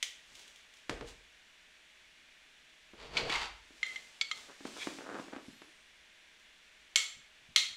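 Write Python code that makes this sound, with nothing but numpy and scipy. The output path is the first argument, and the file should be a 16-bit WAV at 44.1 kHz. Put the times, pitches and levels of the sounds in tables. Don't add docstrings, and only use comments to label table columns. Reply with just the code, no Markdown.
import sys
import numpy as np
from scipy import signal
from scipy.fft import rfft, irfft
from scipy.io import wavfile
from scipy.ndimage import uniform_filter1d

SR = 44100
rng = np.random.default_rng(int(sys.argv[2]) if len(sys.argv) > 2 else 0)


def generate_wav(signal):
    frames = np.transpose(np.atleast_2d(signal))
    scaled = np.clip(frames, -1, 1) * 32767
    pcm = np.round(scaled).astype(np.int16)
    wavfile.write(sys.argv[1], SR, pcm)


N = 342216
TIME = np.arange(N) / SR

# f/Hz, relative level/dB, t60/s
PLATE_MODES = [(1271, -14, 0.044), (2084, -15.5, 0.25), (2131, -0.5, 0.053), (2950, -7, 0.023),
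               (3250, -3.5, 0.06), (3744, -4.5, 0.02), (4150, -5.5, 0.034), (4230, 1.5, 0.016),
               (4455, -14, 0.042), (5959, -12, 0.033), (7160, -7, 0.059), (7400, -34, 0.03)]
# f/Hz, relative level/dB
CRACK_EQ = [(200, -56.5), (500, -21.5), (850, -24.5), (1300, -16), (1650, -15), (2200, -3.5), (2600, -6.5),
            (3250, 2.5), (4150, -7), (5000, -9), (6100, -4), (7600, -10), (8500, -12.5), (15000, -28.5)]
# t/s, relative level/dB, ring trim/dB, contact cutoff/Hz, band the struck spot favours/Hz,
# its boost/dB, room send/dB, pitch factor of the grip
CLINKS = [(0.0269, -19.5, -15.5, 11600, 2180, 5, -7.5, 0.92), (3.1690, -20, 0, 3930, 2470, 17.5, -14, 1.06),
          (3.1739, -20.5, -10, 3760, 4400, 18, -7.5, 0.71), (3.3000, -25.5, 0.5, 3750, 2350, 11, -17, 1.05),
          (3.324, -31.5, 3, 5015, 4530, 17, -13, 0.92), (3.3530, -30.5, 3.5, 4120, 2130, 10, -21, 1.0),
          (3.8298, -29.5, 7, 4630, 2065, 8.5, -7.5, 0.98), (3.9588, -35, 3, 4660, 2130, 8, -13, .975),
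          (4.2120, -22, 5, 5000, 4560, 6, -13, 1.054), (4.3132, -29.5, 8.5, 5030, 1260, 8, -16, 0.99),
          (6.9581, -11, -3.5, 10600, 7300, 3.5, -5.5, 1.03), (7.5608, -9.5, -6, 9600, 4090, 9, -4.5, 0.997)]
# t/s, hold/s, relative scrape level/dB, relative drag level/dB
SHOVES = [(3.005, 0.053, -51, -55), (3.177, 0.016, -35, -42.5), (3.245, 0.031, -56, -41.5),
          (3.324, 0.037, -33, -78), (3.424, 0.018, -37, -57)]
# f/Hz, relative level/dB
SCRAPE_EQ = [(300, -16.5), (620, -9), (920, 1.5), (1700, -3), (2200, -1.5), (2700, -2.5), (3400, -3.5),
             (4600, -8.5), (5300, -13), (7300, -17), (15000, -46)]
# f/Hz, width/Hz, relative level/dB
SCREECH_BANDS = [(1760, 56, -10), (2360, 200, -1), (3310, 150, 0)]
# t/s, level/dB
TICKS = [(0.352, -47), (0.393, -48), (0.421, -62), (.478, -50.5), (0.559, -51.5), (0.738, -54),
         (0.769, -56), (3.864, -45), (6.397, -60)]
# t/s, level/dB, treble tilt/(dB per octave)
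KNOCKS = [(.8950, -25.5, 2.5), (1.0100, -35.5, -.5), (2.935, -45, -4.5), (3.296, -29.5, 2),
          (3.705, -51.5, -6), (4.606, -42.5, -5), (4.6520, -30.5, -4), (4.8708, -26.5, -3),
          (4.986, -36.5, -2), (5.098, -38, -2.5), (5.144, -37, -1.5), (5.197, -33, -3.5),
          (5.281, -41, -2.5), (5.332, -36, -2.5), (5.362, -35, -3), (5.482, -39, -25), (5.618, -43.5, 0.5)]
# f/Hz, relative level/dB
KNOCK_EQ = [(40, -27), (130, -15), (220, -0.5), (300, 6), (500, -5.5), (1000, -5.5), (2000, -8),
            (4500, -19), (8000, -29.5), (15000, -56)]
# t/s, level/dB
LANDINGS = [(0.312, -64), (0.898, -44), (7.161, -61), (7.409, -70), (7.483, -57), (7.699, -62.5)]
# t/s, relative level/dB
SETTLES = [(.91, -38.5), (1.023, -45)]
# f/Hz, relative level/dB
DRAG_EQ = [(30, -8), (55, -42), (120, -5.5), (200, -12), (350, -9.5), (455, 0.5), (560, -8.5), (680, -6),
           (1400, -42), (3000, -28), (12000, -68)]
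# peak t/s, release/s, relative level/dB
CLOTH_STROKES = [(.38, 0.33, -57.5), (.77, .15, -68), (1.086, 0.052, -49), (3.92, 0.4, -54),
                 (4.38, 0.25, -52.5), (4.67, 0.04, -52.5), (4.83, 0.29, -45.5), (5.2, 0.15, -58),
                 (5.5, 0.63, -63)]
# f/Hz, relative level/dB
CLOTH_EQ = [(60, -14.5), (500, -4.5), (1100, -7), (2300, -4.5), (3000, -2), (7400, -6.5), (10000, -16),
            (15000, -31)]
# t/s, hold/s, relative level/dB
GRIPS = [(4.492, 0.015, -52.5), (4.766, .015, -48), (5.013, .01, -47.5), (5.068, 0.057, -44),
         (5.149, 0.046, -43), (5.33, .025, -46)]
# f/Hz, relative level/dB
CREAK_EQ = [(70, -55), (130, -12), (280, -2.5), (550, -0.5), (800, -6.5), (1550, -4.5), (2150, -18),
            (3500, -37), (7000, -61), (14000, -77)]
# t/s, hold/s, level/dB
SWAYS = [(0.948, 0.042, -50), (2.945, 0.14, -64.5), (3.123, .35, -55.5)]
# t/s, f/Hz
SQUEAK_GLIDE = [(5.44, 11350), (5.499, 10600), (5.545, 11700), (5.585, 11750), (5.639, 10500),
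                (5.749, 8700), (5.81, 8160)]
# f/Hz, relative level/dB
HISS_EQ = [(30, -3.5), (60, -3), (115, -20), (160, -9.5), (500, -11), (800, -11), (1300, -9.5),
           (1600, -2.5), (2300, -0.5), (3600, -5), (4900, -12.5), (7300, -15.5), (11000, -26.5),
           (15500, -37)]
# f/Hz, level/dB
WHINE_TONES = [(631, -84), (2891, -80), (3451, -76.5), (5782, -83), (10470, -93)]
# delay/s, relative gain
ECHOES = [(0.0146, 0.48), (0.023, 0.12), (0.034, 0.16)]

SHOVE_RELEASE_S = 0.056


def clinks(spot_octaves=0.17, ring_trim_db=-8, crack_trim_db=-3, upward_db=2):
    out = np.zeros(N)
    for s, db, ring_db, cutoff_hz, spot_hz, spot_db, room_db, grip in CLINKS:
        def contact(hz):
            boost_db = spot_db * np.exp(-(np.log2((hz + 1) / spot_hz) / spot_octaves) ** 2)
            return boost_db - 10 * np.log10(1 + (hz / cutoff_hz) ** 4)
        crack = burst(t60=0.032, rise_s=0.00058, db_at=lambda hz: shape(CRACK_EQ, hz) + contact(hz))
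        add(out, s, undb(db + crack_trim_db) * room(crack, room_db))
        ring = room(plate_ring(contact, grip), room_db + upward_db)
        add(out, s, undb(db + ring_trim_db + ring_db) * ring)
    return out


def plate_ring(db_at, grip):
    t = TIME[:SR // 4]
    modes = np.zeros(len(t))
    for hz, db, t60 in PLATE_MODES:
        decay = undb(db + db_at(hz) - 60 * t / t60)
        modes += decay * np.sin(2 * np.pi * (hz * grip * t + rng.random()))
    return modes * (1 - np.exp(-t / 0.00025))


def scrape(trim_db=-3, bite_s=0.06, sing_db=-14):
    rub = disperse(friction(SCRAPE_EQ, slips_per_s=380, spread_db=1.5, smooth=0.45), lag_s=0.005)
    sing = undb(sing_db) * unit(resonate(rub, hz=4580, width_hz=200))
    screech = unit(sum(undb(db) * resonate(rub, hz, width) for hz, width, db in SCREECH_BANDS))
    shoved = sum(swell(s, hold, db, bite_s, SHOVE_RELEASE_S) for s, hold, db, _ in SHOVES)
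    skid = swell(s=4.829, hold_s=0, db=-38, attack_s=0.05, release_s=0.014)
    return undb(trim_db) * shoved * (rub + sing) + skid * screech


def disperse(x, lag_s):
    hz = np.arange(N // 2 + 1) * SR / N
    return irfft(rfft(x) * np.exp(-4j * np.pi * lag_s * np.sqrt(hz * 1000)), N)


def ticks(room_db=-2):
    out = np.zeros(N)
    for s, db in TICKS:
        tick = burst(t60=0.033, rise_s=0.00023, db_at=lambda hz: shape(CRACK_EQ, hz))
        add(out, s, undb(db) * room(tick, room_db))
    return out


def knocks(t60=0.028, rise_s=0.00021, room_db=-7):
    out = np.zeros(N)
    for s, db, tilt_db in KNOCKS:
        blow = burst(t60, rise_s, lambda hz: shape(KNOCK_EQ, hz) + tilt_db * np.log2(1 + hz / 400))
        add(out, s, undb(db) * room(blow, room_db))
    return out


def landings(cutoff_hz=210):
    out = np.zeros(N)
    for s, db in LANDINGS:
        thud = burst(t60=0.18, rise_s=0.0041, db_at=lambda hz: -10 * np.log10(1 + (hz / cutoff_hz) ** 6))
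        add(out, s, undb(db) * thud)
    return out


def rug_drag(trim_db=-2):
    shoved = sum(swell(s, hold, db, attack_s=0.089, release_s=SHOVE_RELEASE_S) for s, hold, _, db in SHOVES)
    settled = sum(swell(s, hold_s=0.0068, db=db, attack_s=0.011, release_s=0.045) for s, db in SETTLES)
    grain = friction(DRAG_EQ, slips_per_s=400, spread_db=3, smooth=0.31)
    return undb(trim_db) * (shoved + settled) * grain


def cloth_rustle(trim_db=-2, attack_ratio=0.83):
    strokes = sum(swell(s, 0, db, attack_ratio * release, release) for s, release, db in CLOTH_STROKES)
    return undb(trim_db) * strokes * friction(CLOTH_EQ, slips_per_s=1700, spread_db=5, smooth=0.99)


def finger_creak(trim_db=-2):
    grips = sum(swell(s, hold, db, attack_s=0.024, release_s=0.042) for s, hold, db in GRIPS)
    return undb(trim_db) * grips * friction(CREAK_EQ, slips_per_s=120, spread_db=4, smooth=0.56)


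def hand_sway(hz=46, stage_width_hz=28):
    rumble = resonate(rng.standard_normal(N), hz, stage_width_hz)
    wobble = unit(resonate(rumble, hz, stage_width_hz))
    return wobble * sum(swell(s, hold, db, attack_s=0.04, release_s=0.24) for s, hold, db in SWAYS)


def squeak(db=-77, fade_s=0.046, room_db=-6):
    times, hz = np.transpose(SQUEAK_GLIDE)
    pitch = uniform_filter1d(np.interp(TIME, times, hz), SR // 40)
    tone = np.sin(2 * np.pi * np.cumsum(pitch) / SR)
    envelope = swell(times[0], times[-1] - times[0], db, fade_s, fade_s)
    return room(envelope * tone, room_db)[:N]


def room(x, send_db, low_t60=0.45, high_t60=0.37, gap_s=0.014, crossover_hz=4000):
    t = TIME[:int(0.7 * SR)]
    noise = rng.standard_normal(len(t))
    low = signal.sosfilt(signal.butter(1, crossover_hz, fs=SR, output="sos"), noise)
    tail = low * undb(-60 * t / low_t60) + (noise - low) * undb(-60 * t / high_t60)
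    tail *= np.clip(t / gap_s - 0.5, 0, 1)
    tail /= np.linalg.norm(tail)
    for s, gain in ECHOES:
        tail[int(s * SR)] += gain
    response = undb(send_db) * tail
    response[0] = 1
    return signal.fftconvolve(x, response)


def hiss_bed(hiss_db=-61.5):
    hiss = undb(hiss_db) * unit(colour(rng.standard_normal(N), lambda hz: shape(HISS_EQ, hz)))
    whine = sum(undb(db) * np.sqrt(2) * np.sin(2 * np.pi * hz * TIME) for hz, db in WHINE_TONES)
    return hiss + whine


def burst(t60, rise_s, db_at):
    t = TIME[:SR // 4]
    envelope = undb(-60 * t / t60) * (1 - np.exp(-t / rise_s))
    blow = envelope * rng.standard_normal(len(t))
    ripple_db = 10 * np.log10(uniform_filter1d(abs(rfft(blow)) ** 2, size=40))
    bin_hz = np.arange(len(ripple_db)) * SR / len(t)
    hit = colour(blow, lambda hz: db_at(hz) - np.interp(hz, bin_hz, ripple_db))
    return unit(hit) * np.sqrt(np.mean(envelope ** 2))


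def friction(eq, slips_per_s, spread_db, smooth):
    gaps, sizes = rng.standard_normal((N // 8, 2)).T
    onsets = (np.cumsum(np.exp(gaps / 2)) * SR / slips_per_s).astype(int)
    kicks = np.sign(sizes) * undb(spread_db * abs(sizes))
    slips = np.bincount(onsets[onsets < N], kicks[onsets < N], N)
    force = unit(slips) + smooth * rng.standard_normal(N)
    return unit(colour(force, lambda hz: shape(eq, hz)))


def swell(s, hold_s, db, attack_s, release_s):
    early, late = np.maximum(s - TIME, 0), np.maximum(TIME - s - hold_s, 0)
    return undb(db) * 10 ** -np.minimum(early / attack_s + late / release_s, 10)


def resonate(x, hz, width_hz):
    return signal.lfilter(*signal.iirpeak(hz, hz / width_hz, fs=SR), x)


def colour(x, db_at, size=4096):
    hz = np.arange(size // 2 + 1) * SR / size
    cepstrum = irfft(np.log(undb(db_at(hz))))
    cepstrum[1:size // 2] *= 2
    cepstrum[size // 2 + 1:] = 0
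    response = irfft(np.exp(rfft(cepstrum)))
    return signal.fftconvolve(x, response)[:len(x)]


def shape(eq, hz):
    point_hz, db = np.transpose(eq)
    return np.interp(np.log(hz + 1), np.log(point_hz), db)


def add(track, s, x):
    start = max(int(s * SR), 0)
    track[start:start + len(x)] += x[:N - start]


def undb(db):
    return 10 ** (np.asarray(db) / 20)


def unit(x):
    return x / np.sqrt(np.mean(x ** 2))


def scene():
    hits = clinks() + knocks() + ticks() + landings()
    drag, cloth, creak = rug_drag(), cloth_rustle(), finger_creak()
    rubbing = room(scrape() + drag + cloth, send_db=-7) + room(creak, send_db=-11)
    mono = hits + rubbing[:N] + hand_sway() + squeak() + hiss_bed()
    return np.array([mono, mono])


def record(dry):
    return signal.sosfilt(signal.ellip(10, 0.2, 70, 15750, fs=SR, output="sos"), dry)


dry = scene()
out = record(dry)
generate_wav(out)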